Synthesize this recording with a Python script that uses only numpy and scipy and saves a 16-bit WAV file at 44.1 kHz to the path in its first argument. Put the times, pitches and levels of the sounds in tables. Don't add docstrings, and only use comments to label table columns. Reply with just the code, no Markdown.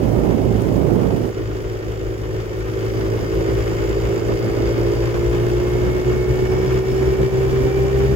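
import sys
import numpy as np
from scipy import signal
from scipy.fft import rfft, irfft
from scipy.io import wavfile

SR = 44100
rng = np.random.default_rng(int(sys.argv[2]) if len(sys.argv) > 2 else 0)


def to_wav(sig):
    pcm = np.clip(np.atleast_2d(sig), -1, 1) * 32767
    pcm = np.round(pcm).astype(np.int16)
    wavfile.write(sys.argv[1], SR, pcm.T)


N = 359415
TIME = np.arange(N) / SR
FREQ = np.arange(N // 2 + 1) * SR / N
CRUISE_HZ = 60

# t/s, throttle/0-1
THROTTLE = [(0, 0.23), (1.0, 0.16), (1.35, .03), (2.25, 0.1), (2.9, 0.68), (3.55, 1), (4.3, 0.86), (4.7, 1),
            (8.15, 0.93)]


def exhaust(hz, turns):
    # multiple of the firing rate, relative level/dB, throb/dB, rise/(dB/Hz)
    orders = [(1, -3.5, 1.5, 0.58), (2, 2, 0.6, 0.26), (3, -14.5, 6, -0.24), (4, -28, 4.5, -0.2)]
    level = (-22, 3, 0.12, 0.98)
    thump = 0
    for order, db, throb_db, rise in orders:
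        hollow_db = 7.5 * (order > 2) * throttle_shut()
        strength = undb(db - hollow_db + throb_db * walk(6.4) + rise * (hz - hz.mean()))
        thump = thump - strength * np.cos(2 * np.pi * order * turns)
    burble_band = resonance(FREQ, 55, 22) ** 2 + 0.42 * resonance(FREQ, 122.3, 50) ** 2
    burble = through(rng.standard_normal(N), burble_band)
    sound = unit(unit(thump) * undb(walk(19)) + undb(-4.5) * burble)
    sound *= undb(loudness(level, hz) + 2.5 * gusting())
    return ports(sound, pan_db=5 - 6.2 * gusting(), lag_ms=0.53)


def intake(hz, turns):
    level = (-21, 6.5, 0.3639, 0.5)
    knee_hz, smear_rad = 57.4, 0.834
    tilt_db = 7.5 - 5 * np.maximum(hz - knee_hz, 0)
    drone, power = 0, 0
    for order in range(6, 12):
        octaves = np.log2(min(order, 10) / 6)
        gain = airbox(order * hz) * undb(tilt_db * octaves)
        lag = smear_rad * (order - 6) ** 2
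        drone = drone + np.real(gain * np.exp(2j * np.pi * order * turns - 1j * lag))
        power = power + abs(gain) ** 2 / 2
    drone = drone / np.sqrt(power) * undb(1.8 * walk(27))
    gulps = 0.5 + np.exp(-(turns % 1) / 0.5)
    inlet = 1 / (1 + (260 / (FREQ + 1)) ** 6)
    tumble_band = inlet * airbox(FREQ) / (1 + 3.2 * resonance(FREQ, 380, 29))
    tumble = through(rng.standard_normal(N) * gulps, tumble_band)
    tumble_db = -8.5 - 0.43 * (hz - CRUISE_HZ) + 3 * throttle_shut()
    sound = (drone + undb(tumble_db) * tumble) * undb(loudness(level, hz))
    return ports(sound, pan_db=-1, lag_ms=0.32)


def airbox(f):
    # f/Hz, width/Hz, relative level/dB
    modes = [(361.4, 66, 41.5), (422, 170, 5.5), (537, 57, 4.5)]
    snorkel = resonance(f, 393, 179)
    return sum(undb(db) * resonance(f, hz, width) for hz, width, db in modes) * snorkel


def valve_knocks(turns):
    # place in the cycle/0-1, relative level/dB
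    strikes = [(.02, -5.5), (.45, -8.5), (0.679, -7.5), (0.909, -1)]
    cycles = np.arange(int(turns[-1]))
    knocks = np.zeros(N)
    for place, db in strikes:
        slip, force = rng.standard_normal((len(cycles), 2)).T
        at = np.interp(cycles + place + 0.0012 * slip, turns, np.arange(N)).astype(int)
        knocks[at] += undb(db + 3 * np.tanh(force))
    return unit(knocks)


def clatter(hz, knocks):
    # f/Hz, width/Hz, relative level/dB, phase between ports/rad
    modes = [(1792, 68, 2.5, 3.53), (2195, 120, -4.5, 1.24), (2900, 230, -7, 0.32), (3656, 53, -12, 2.13),
             (4723, 200, -7.5, 1.67), (5495, 130, -7.5, 2.5), (6850, 51, -13.5, 0.65), (7140, 124, -9, 1.4)]
    # f/Hz, relative level/dB
    rattle = [(500, -15), (800, 0.5), (1200, 4.5), (1800, -1), (2500, -4), (3200, -7), (4100, -16.5),
              (4800, -14.5), (6000, -14.5), (7200, -20.5), (7500, -43), (15000, -24)]
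    level = (-42.5, 5, -0.026, 0.27)
    shake = unit(signal.lfilter([1], [1, -np.exp(-1 / (0.0082 * SR))], knocks))
    drive = knocks + 1.6 * shake * rng.standard_normal(N)
    metal = sum(undb(db) * ring(drive, mode_hz, width, phase) for mode_hz, width, db, phase in modes)
    scattered = noise() + undb(-6) * cases(knocks, decay_s=0.012)
    grit = scattered + 0.74 * ports(rng.standard_normal(N), pan_db=2.5, lag_ms=0.31)
    treble = 1 / (1 + (3000 / (FREQ + 1)) ** 2)
    rasp = through(grit * undb(2.4 * walk(28)), colour(rattle) * (1 - treble))
    sizzle = through(grit * (1 + 1.9 * shake), colour(rattle) * treble)
    sound = undb(-2.5) * metal + undb(3.5) * rasp + undb(-2) * sizzle
    return sound * undb(loudness(level, hz) + 0.37 * walk(25))


def cases(knocks, decay_s):
    age = TIME[:SR // 20]
    response = rng.standard_normal((2, len(age))) * np.exp(-age / decay_s)
    return unit(signal.fftconvolve(knocks[None], response)[:, :N])


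def whine(hz, turns):
    # multiple of the firing rate, level/dB, loudest at rate/Hz, half-width/Hz
    gears = [(12, -42, 64.5, 2.3), (13, -46.5, 57, 1.0), (14, -47, 60.5, 4.5), (16, -45.5, 64.2, 1.8),
             (17, -47.5, 57.8, 1.2), (23, -53, 62, 5), (29, -50, 62, 3), (36, -39.5, 61.8, 1.8),
             (36, -48.5, 65.1, .9), (38, -47, 56.8, 1.2)]
    out = 0
    for teeth, db, best_hz, range_hz in gears:
        swell = undb(db + 2 * walk(9)) / (1 + ((hz - best_hz) / range_hz) ** 2)
        backlash = 0.0009 * walk(22)
        out = out + swell * np.sin(2 * np.pi * teeth * (turns + backlash))
    return ports(out, pan_db=-1, lag_ms=0.11)


def buzz(knocks):
    # start/s, end/s, f/Hz, width/Hz, level/dB, phase between ports/rad
    spells = [(2.86, 4.3, 4810, 99, -56.5, 1.0), (3.35, 4.35, 7190, 120.4, -58.5, 0.27),
              (4.22, 5.099, 4800, 250, -53, 2.2), (6.4, 7.2, 5374, 40, -49.5, 1.86)]
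    out = 0
    for start, end, hz, width, db, phase in spells:
        fade = np.clip(np.minimum(TIME - start, end - TIME) / 0.086, 0, 1)
        out = out + undb(db) * fade * ring(knocks, hz, width, phase)
    return out


def spray(hz):
    # f/Hz, relative level/dB
    spectrum = [(1000, 1), (4000, 1.5), (8000, -1), (9500, -1.5), (12000, 1), (14500, -1), (15800, 0.5)]
    level = (-47, 5, 0.14, .25)
    hiss = through(noise() * undb(2.8 * noise()), colour(spectrum))
    hiss *= undb(loudness(level, hz) + 5 * gusting() + 1.2 * walk(55))
    pan_db = 2.7 + 11 * gusting()
    sides = undb(np.array([pan_db, -pan_db]) / 2)
    return hiss * sides / np.sqrt(np.mean(sides ** 2, axis=0))


def raindrop():
    # t/s, level/dB
    drops = [(.622, -27.5)]
    out = np.zeros((2, N))
    for at, db in drops:
        age = np.maximum(TIME - at, 0)
        splash = through(rng.standard_normal(N), resonance(FREQ, 10000, 8000) ** 2)
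        out[0] += undb(db) * (age > 0) * np.exp(-age / 0.0008) * splash
    return out


def wind():
    # t/s, level/dB
    airflow = [(0, -39), (1.3, -32), (1.9, -33), (2.6, -33.5), (3.2, -27), (3.7, -26), (5.0, -24.5),
               (8.15, -23.5)]
    gust = [(0.0, -15.5), (0.15, -12), (0.58, -15.5), (1.0, -11), (1.28, -19.5)]
    # f/Hz, relative level/dB
    flutter = [(20, -16), (45, -20), (90, 7.5), (160, 0), (230, 1), (330, 5.5), (520, -0.5), (700, -8.5),
               (1000, -15), (2000, -24), (5000, -52)]
    buffet = [(20, -38), (50, -3), (110, 2.5), (220, 2.5), (400, -2), (600, -8), (1000, -20.5),
              (2000, -43.5), (5000, -71)]
    eddies = np.array([undb(2 * walk(21) - 4), undb(2 * walk(16.4) + 5)])
    out = through(noise() * eddies, colour(flutter)) * undb(curve(airflow) + 0.36 * sway())
    stream = rng.standard_normal(N) * undb(1.1 * walk(50))
    out[1] += through(stream, colour(buffet)) * undb(curve(gust)) * gusting()
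    return out


def gusting(end_s=1.325, release_s=0.048):
    return np.clip((end_s - TIME) / release_s, 0, 1)


def sway():
    # t/s, change/dB, length/s
    sways = [(1.322, -6, 0.038), (1.54, -2, 0.04), (1.7, -0.5, 0.026), (1.82, -4.5, 0.058), (2.0, -5, .04),
             (2.19, -3.5, 0.089), (2.35, 2.5, 0.042), (2.481, -3.5, 0.093), (2.64, -5, 0.048),
             (2.876, 3.5, 0.035), (3.124, -0.5, 0.13), (3.29, -7, 0.052), (3.443, -4, 0.031),
             (3.49, -0.5, 0.018), (3.57, 1, 0.034), (3.688, -0.5, 0.025), (4.212, -5.5, 0.056),
             (4.403, -3.5, 0.068), (4.554, -4, 0.034), (5.13, -4, 0.031), (5.94, -4.5, .06),
             (6.037, -6, .04), (6.113, -0.5, 0.046), (6.254, -6.5, 0.071), (6.314, 4, 0.054),
             (6.478, -7, 0.033), (6.612, -4, 0.068), (6.769, 3, 0.04), (6.836, -10, 0.055),
             (7.169, -8, .04), (7.3, -10, 0.046), (7.644, 2, 0.046), (7.72, -5.5, 0.068),
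             (7.906, -4, 0.073)]
    coarse = TIME[::64]
    bumps = sum(db * 0.5 ** np.minimum((2 * (coarse - at) / length) ** 2, 20) for at, db, length in sways)
    return np.interp(TIME, coarse, bumps)


def loudness(level, hz):
    full_db, shut_db, db_per_hz, share = level
    return full_db - shut_db * throttle_shut() + db_per_hz * (hz - CRUISE_HZ) + share * sway()


def throttle_shut():
    return 1 - curve(THROTTLE)


def ports(x, pan_db, lag_ms):
    late = np.interp(TIME - lag_ms / 1000, TIME, x)
    return np.array([late * undb(pan_db / 2), x * undb(-pan_db / 2)])


def ring(drive, hz, width, phase):
    mode = resonance(FREQ, hz, width) * resonance(FREQ, hz, 5 * width)
    return through(drive, mode * np.exp(1j * np.array([[-phase], [0]])))


def resonance(f, hz, width):
    return 1j * f * width / (hz ** 2 - f ** 2 + 1j * f * width)


def colour(points):
    hz, db = np.transpose(points)
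    return undb(np.interp(np.log(FREQ + 1), np.log(hz), db))


def through(x, response):
    return unit(irfft(rfft(x) * response, N))


def walk(rate):
    return through(rng.standard_normal(N), np.exp(-(FREQ / rate) ** 2))


def noise():
    return rng.standard_normal((2, N))


def curve(table):
    return np.interp(TIME, *np.transpose(table))


def unit(x):
    return x / np.sqrt(np.mean(x ** 2))


def undb(db):
    return 10 ** (np.asarray(db) / 20)


def scene():
    # t/s, firing rate/Hz
    speed = [(0.0, 55.04), (0.5, 55.4), (1.4, 54.14), (2.5, 53.78), (3.15, 55.2), (4.55, 56.59),
             (5.25, 58.6), (5.95, 60.83), (6.25, 61.34), (6.65, 62.79), (7.7, 64.7), (8.15, 66.22)]
    hz = curve(speed) * (1 + 0.0007 * walk(8.6))
    turns = np.cumsum(hz) / SR
    knocks = valve_knocks(turns)
    engine = exhaust(hz, turns) + intake(hz, turns)
    mechanics = undb(0.5) * whine(hz, turns) + clatter(hz, knocks) + undb(0.8) * buzz(knocks)
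    return engine + mechanics + spray(hz) + raindrop() + wind()


def record(dry):
    lowpass = signal.ellip(12, 0.2, 80, 15800, fs=SR, output="sos")
    return signal.sosfilt(lowpass, np.clip(dry, -1, 1))


dry = scene()
out = record(dry)
to_wav(out)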